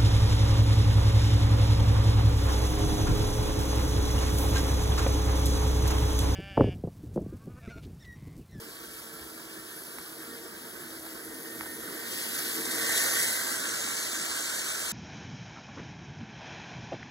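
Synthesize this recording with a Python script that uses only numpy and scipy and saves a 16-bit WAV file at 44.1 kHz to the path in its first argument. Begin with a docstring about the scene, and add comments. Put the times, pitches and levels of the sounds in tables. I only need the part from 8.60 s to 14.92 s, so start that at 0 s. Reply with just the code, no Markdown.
"""A tabletop indoors: a small electric model train comes round the track, runs up close and rolls past,
two locomotives and then the coaches. Motor and gears whine, brushes fizz, and the plastic shells, track
bed and table hum. Metal wheels hiss on the rails and click over the joints, above the low hum of the house.
The stereo image is widened by a fixed left-right phase turn at each pitch."""
import sys
import numpy as np
from scipy import signal
from scipy.fft import rfft, irfft, next_fast_len
from scipy.io import wavfile
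from scipy.ndimage import uniform_filter1d

SR = 44100
rng = np.random.default_rng(int(sys.argv[2]) if len(sys.argv) > 2 else 0)


def put_to_file(sound):
    """Save the sound as 16-bit audio at rate SR, in the file named by the first command-line argument."""
    columns = np.atleast_2d(sound).T  # one column per channel
    safe = np.clip(columns, -1, 1)
    whole_steps = np.round(safe * 32767)
    wavfile.write(sys.argv[1], SR, whole_steps.astype(np.int16))


N = 278712


def amp(db):
    return 10 ** (np.asarray(db) / 20)


def unit(x):
    return x / np.sqrt(np.mean(x ** 2) + 1e-20)


def along(points, hz):
    """Read (freq_hz, value) points on a log frequency axis."""
    freqs, values = np.transpose(points)
    return np.interp(np.log(hz + 1), np.log(freqs + 1), values)


def curves(rows):
    """One automation curve for each column after the time."""
    times, *columns = np.transpose(rows)
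    return [np.interp(np.arange(N) / SR, times, column) for column in columns]


def wobble(rate):
    """A smooth random curve, rate knots a second."""
    knots = rng.standard_normal(int(N * rate / SR) + 2)
    at = np.arange(N) * (rate / SR)
    k = at.astype(int)
    ease = (at - k) ** 2 * (3 - 2 * (at - k))
    return knots[k] + ease * (knots[k + 1] - knots[k])


def filtered(x, response):
    """Equalise x with a gain that is a function of frequency."""
    size = next_fast_len(N + SR // 4)
    return irfft(rfft(x, size) * response(np.fft.rfftfreq(size, 1 / SR)), size)[..., :N]


def rush(spectrum, patchy_db, grit_db):
    """Coloured noise of rms 1 with patches of random gain, roughened by uneven contact grit."""
    gritty = rng.standard_normal(N) * amp(grit_db * wobble(900))
    frames = signal.stft(gritty, nperseg=512)[2]
    patches = uniform_filter1d(rng.standard_normal(frames.shape), size=8, axis=0)
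    patches = uniform_filter1d(patches, size=10, axis=1)
    noise = signal.istft(frames * amp(patchy_db * unit(patches)), nperseg=512)[1][:N]
    return unit(filtered(noise, lambda hz: amp(along(spectrum, hz))))


def blend(share, first, second):
    """The two halves of an equal-power crossfade; share goes to the second."""
    share = np.clip(share, 0, 1)
    return np.sqrt(1 - share) * first, np.sqrt(share) * second


def turning(pitch_hz, unsteady):
    """Phase of a tone from a shaft whose speed hunts a little."""
    return 2 * np.pi * np.cumsum(pitch_hz * (1 + unsteady * wobble(25))) / SR


def orders(phase, partials, flutter_db, pace):
    """Partials of a shaft tone, each fluttering on its own."""
    return sum(np.sqrt(2) * amp(db + flutter_db * wobble(pace))
               * np.sin(multiple * phase + rng.uniform(0, 2 * np.pi)) for multiple, db in partials)


def passing(layer):
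    """A layer's pass-by level in dB: far train, each locomotive, then the coaches, added in power."""
    # mix by layer: far_db, swell_db_per_s, first_loco_db, second_loco_db, coaches_db,
    # steepness of the loss with distance, first_loco_lag_s
    layers = {"table": (-53, 2, -55, -48.5, -48.5, 0.5, -0.1),
              "bed": (-56.5, -1.2, -58, -45.5, -50, 0.7, -1.5),
              "shell": (-52.5, 0, -47.5, -36, -42, 1.1, -0.16),
              "wheel": (-47.5, -0.8, -37.5, -30.5, -34, 1.23, 0),
              "low": (-59.5, 0.6, -54.5, -58, -62.5, 0.8, 0.2),
              "middle": (-61.5, -2, -57.5, -50, -58, 1.3, .2), "upper": (-58, -2.3, -63, -66, -50.5, 7, 2),
              "high": (-66.5, 2.5, -56.5, -42.5, -59, 2, -0.1)}
    # the two locomotives going by: abreast_s, half_pass_s, fade_in_s, fade_out_s
    locomotives = [(3.72, 0.18, 0.07, .2), (4.48, 0.13, .14, 0.1)]
    far_db, swell, first_db, second_db, coaches_db, steepness, lag_s = layers[layer]
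    coaches_s, rise_s = 4.41, 0.13
    t = np.arange(N) / SR
    arrived = 1 / (1 + np.exp((coaches_s - t) / rise_s))
    power = (1 - arrived) * amp(far_db + swell * t) ** 2 + arrived * amp(coaches_db) ** 2
    for loco, db, late_s in zip(locomotives, (first_db, second_db), (lag_s, 0)):
        abreast_s, half_s, fade_in_s, fade_out_s = loco
        since = t - abreast_s - late_s
        away = np.maximum(-since - half_s, 0) / fade_in_s + np.maximum(since - half_s, 0) / fade_out_s
        power += amp(db) ** 2 / (1 + away ** 2) ** steepness
    return 10 * np.log10(power)


def motor_whine():
    """The motor's poles sing in four groups of partials; returns the whine and the pole phase."""
    # motor speed and waver: time_s, pitch_hz, waver_db
    running = [(0, 452.2, 1), (.9, 451.6, 0), (1.5, 461.5, -4), (1.65, 459.4, 4.5), (2, 455.3, 0.5),
               (2.4, 453, -7), (2.75, 458.6, 2), (3.1, 455.6, 1), (3.45, 458, 2.5), (3.75, 453.8, -2.5),
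               (4.1, 453.4, 4), (4.6, 455, 1), (4.78, 451, -5.5), (5, 453.3, 1.5), (5.45, 448.3, 3),
               (5.8, 447.3, -1.5), (6.32, 448.4, 1.5)]
    # partials of the pole pitch, by group: multiple, level_db
    low = [(.5, -8.5), (1, -0.5), (1.5, -15), (2, -12)]
    middle = [(2.5, -3.5)]
    upper = [(3, -4)]
    high = [(3.5, -12.5), (4, -0.5), (4.5, -11)]
    pole_hz, waver_db = curves(running)
    phase = turning(pole_hz, unsteady=0.0046)
    whine = amp(passing("low")) * orders(phase, low, flutter_db=3, pace=17)
    whine += amp(passing("middle")) * orders(phase, middle, flutter_db=3, pace=22)
    whine += amp(passing("upper")) * orders(phase, upper, flutter_db=3.5, pace=22)
    whine += amp(passing("high")) * orders(phase, high, flutter_db=4, pace=22)
    return amp(waver_db) * whine, phase


def gear_whine():
    """Meshing gears give a tone that throbs with their uneven teeth."""
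    # gear tone fader: time_s, level_db
    fader = [(0, -60), (.85, -49.5), (1.25, -58), (1.7, -50), (2.05, -65), (2.2, -49.5), (2.7, -50),
             (3.3, -49), (3.6, -67), (4, -44.5), (4.35, -49), (4.6, -71), (6.32, -68)]
    # partials of the mesh pitch: multiple, level_db
    partials = [(1, -3), (2, -18.5)]
    level_db, = curves(fader)
    phase = turning(pitch_hz=320.6, unsteady=0.0077)
    return amp(level_db) * orders(phase, partials, flutter_db=2, pace=40)


def wheel_hiss(closeness, judder):
    """Metal rolls on metal; returns the far hiss of the rails and the close hiss of the wheels."""
    # colour of the rails and of the wheels: freq_hz, level_db
    rail_colour = [(1500, -30), (2100, -23), (2350, -3.5), (2650, -3), (2950, 0), (3400, -2), (4100, -4),
                   (5000, 1), (5900, -7.5), (7000, -5), (8500, -3), (10000, -8.5), (13000, -7.5),
                   (16000, -12.5)]
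    wheel_colour = [(40, -42), (200, -19), (1200, -18), (1800, -2.5), (2150, -2.5), (2350, -2), (2650, -2),
                    (2970, 1), (3250, -0.5), (4200, 1.5), (5500, 0.5), (7500, 3.5), (8700, 2), (10500, -5),
                    (13500, -16), (16000, -18)]
    rails = rush(rail_colour, patchy_db=1.1, grit_db=-1.0)
    wheels = rush(wheel_colour, patchy_db=1.26, grit_db=1.5)
    gain = amp(passing("wheel") + 0.5 * judder)
    return blend(closeness, gain * rails, gain * wheels)


def joint_knocks():
    """Wheels on rail joints knock track and table; bending waves bring the treble before the bass."""
    # knocks: start_s, ring_db, thud_db, tilt_db_per_octave
    knocks = [(0.608, -50.5, -38, 6), (1.385, -35.5, -46, 5), (2.465, -39, -55, -0.5),
              (3.009, -30.5, -44, 5.5), (3.034, -37, -51, 1), (3.062, -37, -53, -3), (4.292, -31, -62, -4),
              (4.537, -32, -59, 10), (5.275, -33, -49, 6), (5.7, -42, -44, -5), (6.103, -38, -56, 8)]
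    # track resonances: pitch_hz, level_db, t60_s
    track_modes = [(287, -3, 0.016), (500, -7, 0.0099), (805, -0.5, 0.0097), (1290, 9, 0.0048),
                   (1755, 1, 0.005), (2220, 3.5, 0.004)]
    out, t = np.zeros(N + SR), np.arange(SR // 8) / SR
    hz, mode_db, t60_s = np.transpose(track_modes)[:, :, None]
    delay_s = 0.0029 * (np.sqrt(1000 / hz) - 0.66)
    since = np.maximum(t - delay_s, 0)
    attack = 1 - np.exp(-since * hz * 3)
    modes = amp(mode_db - 60 * since / t60_s) * np.sin(2 * np.pi * hz * since) * attack
    thud = amp(-60 * t / 0.1) * np.sin(2 * np.pi * 68 * t) * (1 - np.exp(-t / 0.0086))
    for start_s, ring_db, thud_db, tilt in knocks:
        strengths = amp(ring_db + tilt * np.log2(hz / 1000) + rng.normal(0, 0.42, hz.shape))
        out[round(start_s * SR):][:len(t)] += (strengths * modes).sum(axis=0) + amp(thud_db) * thud
    return out[:N]


def wheel_ticks():
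    """Short bursts of metal hiss as close wheels jolt over joints and points."""
    # jolts: start_s, level_db
    jolts = [(3.6194, -31), (3.68, -41), (3.742, -27), (3.7817, -27), (4.0495, -26), (4.1088, -24.5),
             (4.3575, -24), (4.3737, -21.5), (4.4034, -24)]
    # colour of a jolt: freq_hz, level_db
    colour = [(2000, -40), (3500, 1), (7500, 1), (11000, 2), (13500, -23), (16000, -22)]
    attack_s, t60_s = 0.0044, 0.067
    envelope, t = np.zeros(N + SR), np.arange(SR // 10) / SR
    burst = amp(-60 * t / t60_s) * (1 - np.exp(-t / attack_s))
    for start_s, level_db in jolts:
        envelope[round(start_s * SR):][:len(t)] += amp(level_db) * burst
    hiss = unit(filtered(rng.standard_normal(N), lambda hz: amp(along(colour, hz))))
    return envelope[:N] * hiss


def brush_fizz(judder, rotation):
    """Brushes rub in the spinning motor: a bright fizz that pulses with each turn."""
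    # fizz fader: time_s, level_db
    fader = [(0, -53.5), (.4, -49), (.95, -52), (1.18, -45.5), (1.4, -47), (1.9, -50.5), (2.9, -45),
             (3.45, -43), (3.78, -36), (4, -38.5), (4.2, -36), (4.36, -31), (4.64, -33.5), (4.8, -36),
             (5.16, -45), (5.44, -41), (5.7, -45.5), (6.32, -42)]
    # colour of the brushes: freq_hz, level_db
    colour = [(40, -20), (200, -8.5), (6000, -7), (8000, -7), (9000, -0.5), (10000, 3), (11000, 1),
              (12600, 1.5), (13300, -6), (14300, -16), (15300, -6), (16000, -14)]
    level_db, = curves(fader)
    gain = amp(level_db + 0.7 * wobble(40) + 0.25 * judder + 0.54 * rotation)
    return gain * rush(colour, patchy_db=1.5, grit_db=2.2)


def shell_hum(judder, rotation):
    """The plastic bodies resonate in the midrange, shaken by wheels and motor."""
    # colour of the coach and locomotive shells: freq_hz, level_db
    coach_colour = [(700, -33), (850, -17), (1000, -9), (1200, -3), (1350, -1), (1450, 1), (1560, 2.5),
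                    (1720, -1), (2000, -15.5), (2300, -2.5), (2600, -103)]
    loco_colour = [(900, -40), (1200, -40), (1380, -11), (1540, 6.5), (1700, -4), (1830, 3), (2000, 7),
                   (2070, 3.5), (2140, 0.5), (2500, -24)]
    # crossfade from coach to locomotive shells: time_s, loco_share
    crossfade = [(0, 0.06), (1.4, 0.04), (3, 0.3), (3.9, 0.33), (4.3, 0.85), (4.65, .9), (5, 0.21),
                 (6.32, 0.07)]
    loco_share, = curves(crossfade)
    coaches = rush(coach_colour, patchy_db=2.0, grit_db=1.0)
    locomotive = rush(loco_colour, patchy_db=0.7, grit_db=1.5)
    gain = amp(passing("shell") + 0.34 * judder + 0.58 * rotation)
    return gain * sum(blend(loco_share, coaches, locomotive))


def track_bed_hum():
    """The track bed gives a hollow rush under the rolling wheels."""
    # colour of the track bed: freq_hz, level_db
    colour = [(330, -19), (480, -5.5), (660, 0), (800, -7.5), (950, -1), (1100, -2), (1400, -20)]
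    gain = amp(passing("bed") + 0.64 * wobble(5) + 0.24 * wobble(25))
    return gain * rush(colour, patchy_db=1.5, grit_db=1.8)


def table_hum():
    """The tabletop is a sounding board for the train, humming in the low mids."""
    # colour of the tabletop: freq_hz, level_db
    colour = [(60, -47), (120, -16), (200, -7.5), (270, -4), (330, 0.5), (410, -4.5), (520, -9),
              (620, -17.5), (800, -25.5)]
    gain = amp(passing("table") + 0.66 * wobble(14) + 1.3 * wobble(36))
    return gain * rush(colour, patchy_db=1.4, grit_db=0.5)


def room_tone():
    """The low hum of the house."""
    # colour of the room: freq_hz, level_db
    colour = [(25, -26), (40, -7), (60, 5), (90, -5.5), (140, 1), (220, -7), (400, -39)]
    return amp(-64) * rush(colour, patchy_db=1.5, grit_db=2.5)


def scattered(x):
    """The same sound after many ever-changing reflections: same level and colour, new phases."""
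    frames = signal.stft(x, nperseg=1024)[2]
    shuffled = frames * np.exp(2j * np.pi * rng.random(frames.shape))
    return np.std(x) * unit(signal.istft(shuffled, nperseg=1024)[1][:N])


def stereo_spread(x, pan, diffuse=None, loose_rad=0):
    """Widen by a fixed phase turn at each pitch; diffuse and loose_rad put reflections in the side."""
    # phase by which right leads left: freq_hz, half_turns
    phase_lead = [(0, 0), (600, 0), (1250, .4), (1700, 0), (1940, -.36), (2200, -.66), (2330, -.8),
                  (2390, -.97), (2440, -.996), (2640, -.998), (2660, -1), (2860, -1), (2950, -1.03),
                  (3030, -1.08), (3100, -1.2), (3450, -1.54), (3800, -1.76), (4130, -1.84), (4480, -1.76),
                  (4820, -1.57), (5020, -1.2), (5075, -1.02), (5170, -.68), (5500, -.4), (5860, -.25),
                  (6300, -.1), (6550, -.18), (6900, -.39), (7300, -.53), (8270, -.35), (8640, -.25),
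                  (8760, -.93), (8860, -1), (8920, -1), (9050, -.93), (9300, -.68), (9650, -.33),
                  (9800, -.08), (10400, 0), (11600, 0), (11900, -.1), (13100, -.1), (13300, 0),
                  (14400, -.02), (15500, -.15)]
    # how much of the pan and diffuse curves applies: freq_hz, share
    width_curve = [(2000, 1), (2350, 0)]
    size = next_fast_len(N + SR // 4)
    hz = np.fft.rfftfreq(size, 1 / SR)
    half_lead = np.pi / 2 * np.interp(hz, *np.transpose(phase_lead))
    direct, width, wet = rfft(x, size), along(width_curve, hz), 0
    mid = np.cos(half_lead) * direct
    side = -1j * np.sin(half_lead) * np.cos(loose_rad) * direct
    if diffuse:
        wet = np.clip(along(diffuse, hz), 0, 1) * width
        side += np.hypot(np.sin(half_lead) * np.sin(loose_rad), wet) * rfft(scattered(x), size)
    signs = np.array([[1], [-1]])
    gains = amp(along(pan, hz) * width * signs / 2) / np.hypot(1, wet)
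    return irfft((mid + signs * side) * gains, size)[:, :N]


def scene():
    """Mix four stereo buses: far sound through table and room, close sound, knocks and tones."""
    # how much is heard straight from the train: time_s, direct_share
    approach = [(0, .01), (3.7, .08), (4.05, 0.54), (4.3, 0.91), (6.32, 0.97)]
    # pan of each bus: freq_hz, left_minus_right_db
    far_pan = [(60, -1.5), (330, -1.5), (650, 4), (850, 7), (1050, -6), (1300, -9), (1700, -3), (2200, -3)]
    near_pan = [(60, 3), (380, 5), (520, -12.5), (680, -9.5), (850, -2.5), (1250, -4.5), (1700, -4.5),
                (2200, 1.5)]
    knock_pan = [(60, -3), (500, 12), (750, -12), (1100, -10), (1700, -6), (2200, -7)]
    tone_pan = [(200, -3), (330, 0.5), (460, 0.5), (900, -2), (1360, -6.5), (1820, -2), (2200, -14)]
    # reflections on the far and close buses: freq_hz, scattered_gain
    far_diffuse = [(40, .2), (120, 0.38), (330, 0.27), (700, 0.52), (1200, 0.94), (1600, 0.87), (2000, 0),
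                   (2300, 0.19)]
    near_diffuse = [(40, 0.2), (120, 0.0075), (330, 0.39), (500, 0.5), (800, 0.5), (1200, 0.88),
                    (1500, 0.48), (2000, 0.39), (2300, 0.073)]
    closeness, = curves(approach)
    motor, pole_phase = motor_whine()
    tones = motor + gear_whine()
    rotation = np.cos(pole_phase / 2)  # once a motor turn
    judder = wobble(32) + 0.31 * wobble(70)  # wheels rocking on the rails shake all the treble at once
    table = table_hum()
    body = track_bed_hum() + shell_hum(judder, rotation)
    body_far, body_near = blend(closeness, body, body)
    rails, wheels = wheel_hiss(closeness, judder)
    brushes = brush_fizz(judder, rotation)
    far = table + rails + body_far + room_tone()
    mix = stereo_spread(joint_knocks(), knock_pan) + stereo_spread(tones, tone_pan)
    mix += stereo_spread(far, far_pan, far_diffuse, loose_rad=0.47)
    near = wheels + brushes + body_near + wheel_ticks()
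    return mix + stereo_spread(near, near_pan, near_diffuse, loose_rad=0.7)


def record(dry):
    """The microphone rolls off the deepest bass; the recorder keeps nothing above its band limit."""
    low_cut_hz, top_hz = 44, 15780
    return filtered(dry, lambda hz: (hz < top_hz) * hz ** 4 / (hz ** 4 + low_cut_hz ** 4))


dry = scene()
out = record(dry)
put_to_file(out)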